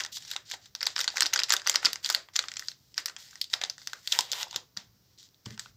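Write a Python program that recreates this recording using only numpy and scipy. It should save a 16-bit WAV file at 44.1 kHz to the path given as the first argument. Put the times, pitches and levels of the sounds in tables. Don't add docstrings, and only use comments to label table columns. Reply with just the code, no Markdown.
import sys
import numpy as np
from scipy import signal
from scipy.io import wavfile
from scipy.ndimage import uniform_filter1d

SR = 44100
rng = np.random.default_rng(int(sys.argv[2]) if len(sys.argv) > 2 else 0)


def master(y):
    cut = np.clip(np.atleast_2d(y).T, -1, 1)
    pcm = np.round(cut * 32767)
    wavfile.write(sys.argv[1], SR, pcm.astype(np.int16))


def volts(x):
    e = np.asarray(x, float) / 20
    return 10 ** e


N = 254016


def read(points, hz):
    f, value = np.transpose(points)
    return np.interp(np.log(hz + 1), np.log(f + 1), value)


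def evened(x):
    return x / np.sqrt(np.mean(x ** 2) + 1e-20)


def causal(points, size=1024):
    hz = abs(np.fft.fftfreq(4 * size, 1 / SR))
    log_gain = np.log(volts(np.maximum(read(points, hz), -100)))
    return np.fft.ifft(np.exp(np.conj(signal.hilbert(log_gain)))).real[:size]


# start_s, middle_band_level_db, ring_hz, low_pop_db (re middle band), air_db (re middle band)
CREASE_SNAPS = [(.0008, -27, 2290, -1.5, -22), (.0055, -23.5, 3350, 4, -31),
                (0.0367, -24.5, 6250, -28, -29.5), (.049, -25.5, 1900, -1.5, -11),
                (0.062, -30, 3700, -8, -36), (0.1704, -28.5, 3430, -8, -31), (.2239, -41, 3750, -19, -16),
                (0.25, -37, 5800, -8, -29), (0.304, -35, 3900, -26, -7), (.314, -22, 4000, -9, -9.5),
                (.3331, -38, 5140, -6, -16), (.3368, -38.5, 2040, 3.5, -20), (.3631, -21, 3920, -3.5, -20),
                (0.4998, -32, 6450, -15, -6), (0.5131, -25, 7450, -3.5, -4), (.5181, -26, 4100, -11, -20),
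                (.539, -36.5, 910, 8.5, -6), (0.6577, -41, 3900, -9, -18), (.7507, -22, 5550, -11, -12),
                (0.8075, -23.5, 4900, -10, -39), (0.8146, -27.5, 2500, 0, -33),
                (0.8285, -14, 5400, -7.5, -11.5), (0.8553, -24, 6150, -14, -26),
                (0.8663, -18.5, 1670, -23, -12), (0.869, -12.5, 4200, -7, -16.5),
                (.963, -17, 5800, -3.5, -22), (.98, -24, 1550, -.5, -29), (0.9909, -18.5, 2000, -3, -14),
                (1.0042, -18.5, 3800, -8.5, -11), (1.0112, -15, 6050, -11, -9),
                (1.0336, -30, 3730, -20, -44), (1.0428, -20, 7060, -6, -9), (1.078, -13, 4400, -6.5, -30),
                (1.0873, -27, 4630, -22, -33), (1.1021, -29, 5120, -26, -39), (1.158, -28, 7110, -4, -12),
                (1.1651, -28.5, 1800, -2, -29), (1.1697, -15, 6800, -2, -7), (1.1809, -21.5, 1940, -2, -39),
                (1.1988, -29, 3920, -20, -29.5), (1.2067, -8.5, 8350, -7.5, -6),
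                (1.2216, -10.5, 4200, -5, -13), (1.23, -12.5, 5550, -21, -18),
                (1.2517, -36, 1520, 9, -25.5), (1.2588, -18.5, 3870, -8.5, -28.5),
                (1.264, -14.5, 5800, -17, -15), (1.327, -36, 1080, 2, -21), (1.3335, -19, 6540, -1.5, -26),
                (1.3367, -9.5, 6640, -10, -5), (1.3451, -27.5, 1290, 1.5, -29.5),
                (1.3598, -14.5, 1916, -.5, -30), (1.3758, -21.5, 4670, -23, -33),
                (1.3909, -12, 5300, -6.5, -20), (1.4002, -18.5, 3800, -6.5, -21),
                (1.4188, -36, 3100, 12.5, -33.5), (1.4344, -12.5, 5900, -39, -12),
                (1.4398, -23, 4000, -9, -41), (1.4948, -20, 4900, -11, -6.5), (1.5047, -9, 7600, -5.5, -23),
                (1.522, -9.5, 1790, -7, -13), (1.5285, -19, 4700, -25, -2.5), (1.5321, -19.5, 5300, 2, -17),
                (1.5373, -10, 1700, -3.5, -7), (1.5656, -17.5, 3470, -30, -16),
                (1.597, -31.5, 4180, -6, -44), (1.662, -39, 3680, 10, -27), (1.6667, -19, 5000, -6.5, -29),
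                (1.6724, -10, 6130, -5, -6.5), (1.6834, -23, 3370, -38, -58),
                (1.6865, -24.5, 4760, -24, -33), (1.6964, -8, 7500, -9, -2),
                (1.7157, -24, 5470, -14, -26.5), (1.7417, -19, 4930, -11, -10),
                (1.747, -26.5, 1310, 3.5, -31.5), (1.7553, -22, 2970, -2, -27),
                (1.7576, -7.5, 5800, -8.5, -17.5), (1.8292, -36, 1400, 10, -8),
                (1.845, -29.5, 1640, 2, -38), (1.849, -11, 5950, -6.5, -13), (1.8553, -7, 5170, -31, -17),
                (1.8585, -11.5, 4700, -42, -42.5), (1.8652, -20.5, 1400, 2, -22.5),
                (1.931, -17.5, 6030, -12.5, -5), (1.9575, -25, 2820, -5, -34),
                (2.0459, -18, 4980, -19, -37.5), (2.053, -26, 3490, -8, -18),
                (2.0602, -18, 4700, -15.5, -18), (2.0909, -22, 2130, -8, -23),
                (2.1001, -12.5, 1540, -7, -9.5), (2.1082, -22.5, 6850, -13, -31),
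                (2.125, -27, 7360, -29, 2), (2.1478, -8, 4770, -8.5, -13), (2.2869, -49, 1200, 8, -10),
                (2.337, -46.5, 5700, -4, -15), (2.3552, -31.5, 6680, -16.5, -13),
                (2.3582, -20, 3930, -6, -43), (2.3624, -11, 7000, -14, -10), (2.3909, -11.5, 4550, -7, -19),
                (2.4254, -34, 3300, -24, -41), (2.4391, -39, 1220, 10.5, -28),
                (2.4842, -25.5, 3920, -6.5, -47), (2.5169, -30, 3200, -2.5, -33),
                (2.5387, -32, 2760, -9, -19), (2.5587, -36, 6070, -6, -30.5),
                (2.5683, -23.5, 3280, -11, -38), (2.5946, -21.5, 6500, -10.5, -4.5),
                (2.623, -42, 2030, 9, -32), (2.6843, -19.5, 6290, -16, -27), (2.943, -38.5, 5380, -26, -31),
                (2.97, -38.5, 6940, -29, -27), (2.9786, -13.5, 5440, -8, -17), (3.0585, -15, 5900, -13, -3),
                (3.0832, -31.5, 3030, -6, -36), (3.0969, -33, 1440, 0, -25), (3.1646, -30.5, 3430, -4, -44),
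                (3.3102, -45, 7100, -21, 4), (3.33, -55, 1640, 12, -16), (3.356, -34.5, 2040, -3.5, -30),
                (3.414, -14.5, 5130, -26, -11), (3.442, -29.5, 4500, -28, -14), (3.5, -40, 4890, -17, -29),
                (3.5278, -39, 3570, -25, -18), (3.5333, -22, 4000, -5, -22), (3.5375, -11, 5350, -5.5, -20),
                (3.6146, -23, 765, 0.5, -20), (3.6371, -17.5, 3880, -8, -38), (3.6493, -25, 5350, -7, -37),
                (3.6982, -18.5, 6560, -19.5, -13), (3.781, -38, 1860, -1, -33),
                (3.817, -39.5, 2140, -5.5, -37), (3.873, -20.5, 6300, -10, -9.5),
                (3.9327, -27, 1630, 1, -15), (4.0743, -19, 4670, -16.5, -12),
                (4.1213, -17, 3800, -31.5, -27.5), (4.124, -11.5, 3860, -33, -17),
                (4.15, -28, 3500, 4.5, -22), (4.189, -7, 1050, -7.5, -11), (4.2076, -17.5, 840, -35, -9),
                (4.2506, -38, 6240, -13, -10), (4.3167, -16, 7200, -17, -6),
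                (4.3243, -19.5, 5270, -17, -3.5), (4.3319, -19.5, 3230, -3, -22),
                (4.4298, -20, 6800, -4, -29), (4.4818, -40, 5160, -24, -5), (4.51, -30, 7000, -11, -12),
                (4.5287, -35.5, 1020, 0, -11), (4.544, -34.5, 4000, 3, -42),
                (4.5608, -15.5, 7020, -8, -8.5), (4.7693, -34.5, 5030, -15, -28),
                (4.772, -20, 6530, -8.5, -13), (5.1767, -53, 4390, -18.5, -15.5),
                (5.229, -44.5, 4260, -15, -6.5), (5.239, -46.5, 7340, -22, -12),
                (5.2885, -53.5, 7360, -24, -19), (5.3444, -53, 4470, -19, -25),
                (5.458, -34, 2170, -12, -23), (5.4614, -35, 1190, 0.5, -17),
                (5.5059, -35.5, 6440, -4.5, -10), (5.5771, -39, 1480, 0.5, -39),
                (5.5943, -23.5, 7900, -8, -6), (5.6592, -50, 1530, 12, -35)]


def snaps(sharpness=6, ring_db=6, ring_around_db=0, first=4, late_per_s=250, late_db=-12, crack_s=0.00017):
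    rows = np.r_[CREASE_SNAPS, faint_snaps()]
    start_s, level_db, ring_hz, pop_db, air_db = rows.T[:, :, None]
    decay_ms = 1.57 * 1.98 ** rng.uniform(-1, 1, start_s.shape)
    t = np.arange(700) / SR
    shape = len(start_s), len(t)
    volley = rng.standard_normal(shape) * rng.exponential(1, shape)
    volley[:, 0] = first * np.sign(volley[:, 0])
    is_late = (rng.random(shape) < late_per_s / SR) * (t < t[-1] * 0.7)
    late = volts(late_db) * rng.random(shape) * is_late
    late_envelope = signal.lfilter([1], [1, -np.exp(-1 / SR / crack_s)], late)
    volley *= np.exp(-t * 1000 / decay_ms) + late_envelope

    ring = np.exp(-np.pi * ring_hz / sharpness * t) * np.sin(2 * np.pi * ring_hz * t)
    ring *= 2 * np.pi * ring_hz / sharpness / SR
    rung = signal.fftconvolve(volley, ring, axes=1)[:, :len(t)]
    toward_drive = volley + volts(ring_db) * rung
    around_drive = (t == 0) + volts(ring_around_db) * ring

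    out = np.zeros((2, N + len(t)))
    places = np.round(start_s * SR).astype(int) + np.arange(len(t))
    for way, drive in zip(out, (toward_drive, around_drive)):
        low, middle, air = (v / np.linalg.norm(v, axis=1, keepdims=True) for v in film_bands(drive))
        mixed = middle + volts(pop_db) * low + volts(air_db) * air
        np.add.at(way, places, volts(level_db) * np.sqrt(SR / 1000) * mixed)
    return out[:, :N]


def faint_snaps(count=120, lead_s=0.006, mean_wait_s=0.012, level_db=-22, spread_db=7.5,
                low_hz=1358, high_hz=7000, pop_db=1.5, pop_db_per_octave=-7, air_db=-21.5):
    which, wait, size, pitch = rng.random((count, 4)).T
    near_s, near_db = np.transpose(CREASE_SNAPS)[:2, (which * len(CREASE_SNAPS)).astype(int)]
    start_s = np.clip(near_s - lead_s - mean_wait_s * np.log(1 - wait), 0, (N - 1) / SR)
    faint_db = near_db + level_db + spread_db * (2 * size - 1)
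    octaves = pitch * np.log2(high_hz / low_hz)
    pops_db = pop_db + pop_db_per_octave * octaves
    return np.c_[start_s, faint_db, low_hz * 2 ** octaves, pops_db, np.full(count, air_db)]


# frequency_hz, gain_db
FILM_COLOUR = [(120, -64), (200, -35), (335, -25.5), (419, -28), (926, -15.5), (1070, -14.5), (1440, -4),
               (2010, -1), (2250, -5), (4060, 4.5), (4700, 11), (7460, 3), (9480, -18.5), (15000, -13.5),
               (16500, -51)]


def film_bands(x):
    x = signal.oaconvolve(x, causal(FILM_COLOUR)[None], axes=1)[:, :x.shape[1]]
    layers = []
    for hz, kind in (((300, 2300), "band"), ((2300, 9500), "band"), (9500, "high")):
        layers.append(signal.sosfilt(signal.butter(3, hz, kind, fs=SR, output="sos"), x))
    return layers


# start_s, end_s, rustle_start_db, rustle_end_db, low_scrape_db (re rustle)
STROKES = [(0, .078, -32, -66, -2.5), (0.117, .167, -44.5, -35.5, -30), (.198, .264, -51.5, -49, -10),
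           (.271, .338, -46, -40.5, -8), (0.45, .538, -58, -39.5, -12.5), (0.599, .668, -63.5, -56, -9),
           (.783, .93, -59, -51, -42), (0.955, 1.043, -38, -42.5, -12.5), (1.115, 1.283, -48.5, -47, -5),
           (1.343, 1.437, -63, -57, -14.5), (1.483, 1.567, -37.5, -60.5, -1),
           (1.641, 1.756, -49, -48.5, -2.5), (1.819, 1.91, -44, -48.5, -3.5), (2.026, 2.13, -46.5, -37, -7),
           (2.332, 2.451, -50, -51, -11), (2.455, 2.707, -60, -51, -23.5), (2.77, 2.93, -72.5, -68.5, -29),
           (2.956, 3.0, -60, -41, -3.5), (3.178, 3.417, -49.5, -58.5, -9), (3.497, 3.55, -53, -43.5, -11),
           (3.609, 3.71, -45, -67, 4), (3.78, 4.01, -54.5, -57.5, -16), (4.02, 4.122, -61, -39.5, -10.5),
           (4.119, 4.257, -33, -48, -0.5), (4.246, 4.31, -55, -48, 2), (4.329, 4.425, -40, -35, 0),
           (4.457, 4.578, -62, -45, -3), (4.77, 4.848, -49, -64, 0.5), (5.044, 5.147, -76.5, -71, -7),
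           (5.18, 5.264, -53.5, -58.5, -17), (5.45, 5.547, -54.5, -56, -2.5),
           (5.59, 5.695, -46.5, -62, -17)]
# time_s, level_db (re rustle)
STROKE_HISS = [(0, -13), (.12, -8.5), (.3, -15), (.5, -20.5), (1.1, -13), (1.7, -19), (2.05, -8.5),
               (2.35, -14), (2.6, -4), (3.0, -13), (3.3, -7), (3.8, -11.5), (4.15, -5.5), (4.25, -11.5),
               (4.35, -6), (4.46, -24), (5.76, -12)]
# frequency_hz, gain_db
SKIN_COLOUR = [(500, 0.5), (900, 0.5), (1300, -5), (2000, 1.5), (2600, -1), (3400, 2), (4800, -2),
               (7300, -1), (9500, 0.5), (16000, 1)]


def rub(ticks_per_s=7000, flicker_db=1.0, rise_s=0.0054, fall_s=0.013):
    t = np.arange(N) / SR
    clumps = evened(uniform_filter1d(uniform_filter1d(rng.standard_normal(N), 150), 150))
    is_tick = rng.random(N) < ticks_per_s / SR
    ticks = rng.standard_normal(N) * volts(flicker_db * clumps) * is_tick
    power = np.zeros((3, N))
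    for start, end, start_db, end_db, scrape_db in STROKES:
        hiss_db = np.interp(start, *np.transpose(STROKE_HISS))
        touch = np.clip((t - start) / rise_s, 0, 1) * np.exp(-np.maximum(t - end, 0) / fall_s)
        rustle = touch * volts(np.interp(t, (start, end), (start_db, end_db)))
        power += (rustle * volts(np.c_[scrape_db, 0, hiss_db].T)) ** 2
    layers = film_bands(signal.oaconvolve(ticks, causal(SKIN_COLOUR))[None, :N])
    return sum(np.sqrt(p) * evened(layer[0]) for p, layer in zip(power, layers))


# frequency_hz, width_hz, level_db
SLEEVE_MODES = [(560, 80, -7), (860, 375, 5.5), (3640, 670, 2), (4700, 4100, -5.5), (14000, 13800, -4)]
# time_s, share (0-1, no unit)
HOLLOWNESS = [(0, 0.45), (1, 0.4), (3, 0.19), (3.6, 0.55), (4.05, 0.11), (4.2, 0.96), (4.44, 0.95),
              (4.7, 0.8), (5.76, .2)]


def sleeve(x):
    share = np.clip(np.interp(np.arange(N) / SR, *np.transpose(HOLLOWNESS)), 0, 1)
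    hollow = np.zeros(N)
    for hz, width, db in SLEEVE_MODES:
        hollow += volts(db) * signal.lfilter(*signal.iirpeak(hz, hz / width, SR), x)
    return (1 - share) * x + share * hollow


# start_s, level_db, pitch_hz
DULL_KNOCKS = [(.359, -31, 800), (.537, -30, 770), (1.141, -32, 760), (1.234, -40.5, 322),
               (1.265, -30, 770), (1.755, -30, 620), (1.847, -37, 320), (1.874, -41, 327),
               (2.176, -34.5, 640), (3.535, -42.5, 740), (3.613, -36.5, 720), (3.636, -26, 760),
               (4.189, -20, 860), (4.325, -38.5, 560), (4.444, -40, 1150), (4.469, -31.5, 910),
               (4.558, -35, 496), (4.63, -50, 1000), (4.769, -48.5, 198)]


def knocks(cycles=13, rise_s=0.001):
    t, out = np.arange(SR // 10) / SR, np.zeros(N + SR)
    for s, db, hz in DULL_KNOCKS:
        swing = volts(db - 60 * t * hz / cycles) * np.sin(2 * np.pi * hz * t)
        out[round(s * SR):][:len(t)] += swing * (1 - np.exp(-t / rise_s))
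    return out[:N]


# start_s, level_db (added to each mode's)
TABLE_BUMPS = [(4.554, -47), (4.765, -53), (5.461, -31), (5.505, -37.5)]
# pitch_hz, level_db, t60_s
TABLE_MODES = [(119, 2, 0.1), (214.6, -3.5, 0.096), (318, -7.5, 0.061), (421.6, -10, 0.055),
               (584, -25, 0.12)]


def bumps(rise_s=0.0054):
    t, out = np.arange(SR // 3) / SR, np.zeros(N + SR)
    ring = sum(volts(db - 60 * t / t60) * np.sin(2 * np.pi * hz * t) for hz, db, t60 in TABLE_MODES)
    for s, db in TABLE_BUMPS:
        out[round(s * SR):][:len(t)] += volts(db) * ring * (1 - np.exp(-t / rise_s))
    return out[:N]


# delay_ms, level_db (re direct sound)
NEAR_ECHOES = [(.7, -31), (2.1, -22.5), (3.3, -20.5), (5.2, -19.5), (7.4, -32), (11, -22.5)]
# frequency_hz, t60_s, level_db
ROOM_TAIL = [(150, 0.11, -4.5), (298, 0.32, 16.5), (800, 0.18, 1), (2000, 0.24, -4), (5000, 0.21, -6.5),
             (9000, 0.21, -7), (14500, 0.1, -6.5)]


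def room(toward, around, tail_db=-10, build_s=0.0041):
    near = np.zeros(SR // 40)
    near[0] = 1
    for ms, db in NEAR_ECHOES:
        near[round(ms * SR / 1000)] = volts(db)
    direct = signal.oaconvolve(toward, near / np.linalg.norm(near))[:N]

    hz, t, z = signal.stft(rng.standard_normal((4, SR // 2)), SR, nperseg=128)
    t60, level_db = (read(np.array(ROOM_TAIL)[:, [0, k]], hz)[:, None] for k in (1, 2))
    tails = signal.istft(z * volts(level_db - 60 * t / t60), SR, nperseg=128)[1]
    tails *= 1 - np.exp(-np.arange(tails.shape[1]) / SR / build_s)
    tails /= np.linalg.norm(tails[0])
    away = (np.arange(N) * 23 / SR - np.arange(4)[:, None]) % 4 - 2
    turn = np.cos(np.pi / 2 * np.clip(away, -1, 1))
    wet = signal.oaconvolve(around * turn, tails, axes=1).sum(0)[:N]
    return direct + volts(tail_db) * wet


# frequency_hz, level_db (per Hz)
TONE_COLOUR = [(15, -28.5), (30, -19), (50, 6.5), (70, -8), (105, 2.5), (130, -1), (200, -8.5), (380, -14),
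               (650, -20.5), (1430, -22), (2600, -26), (5570, -15), (9580, -37), (15200, -19),
               (16500, -43.5)]


def tone(level_db=-66, waver_db=2, low_hz=250):
    hz, t, z = signal.stft(rng.standard_normal(N), SR, nperseg=2048)
    waver = evened(uniform_filter1d(rng.standard_normal(len(t)), size=12))
    z *= volts(read(TONE_COLOUR, hz)[:, None] + waver_db * waver * (hz[:, None] < low_hz))
    return volts(level_db) * evened(signal.istft(z, SR, nperseg=2048)[1][:N])


def scene(knocks_around_db=-9):
    toward, around = snaps()
    strokes = rub()
    blows = knocks() + bumps()
    to_microphone = sleeve(toward + strokes) + blows
    to_room = sleeve(around + strokes) + volts(knocks_around_db) * blows
    return (room(to_microphone, to_room) + tone())[None]


def low_pass(x):
    return signal.sosfilt(signal.butter(12, 16800, fs=SR, output="sos"), x)


def record(dry, bass_cut_hz=60):
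    mix = signal.sosfilt(signal.butter(2, bass_cut_hz, "high", fs=SR, output="sos"), dry)
    return low_pass(mix)


dry = scene()
out = record(dry)
master(out)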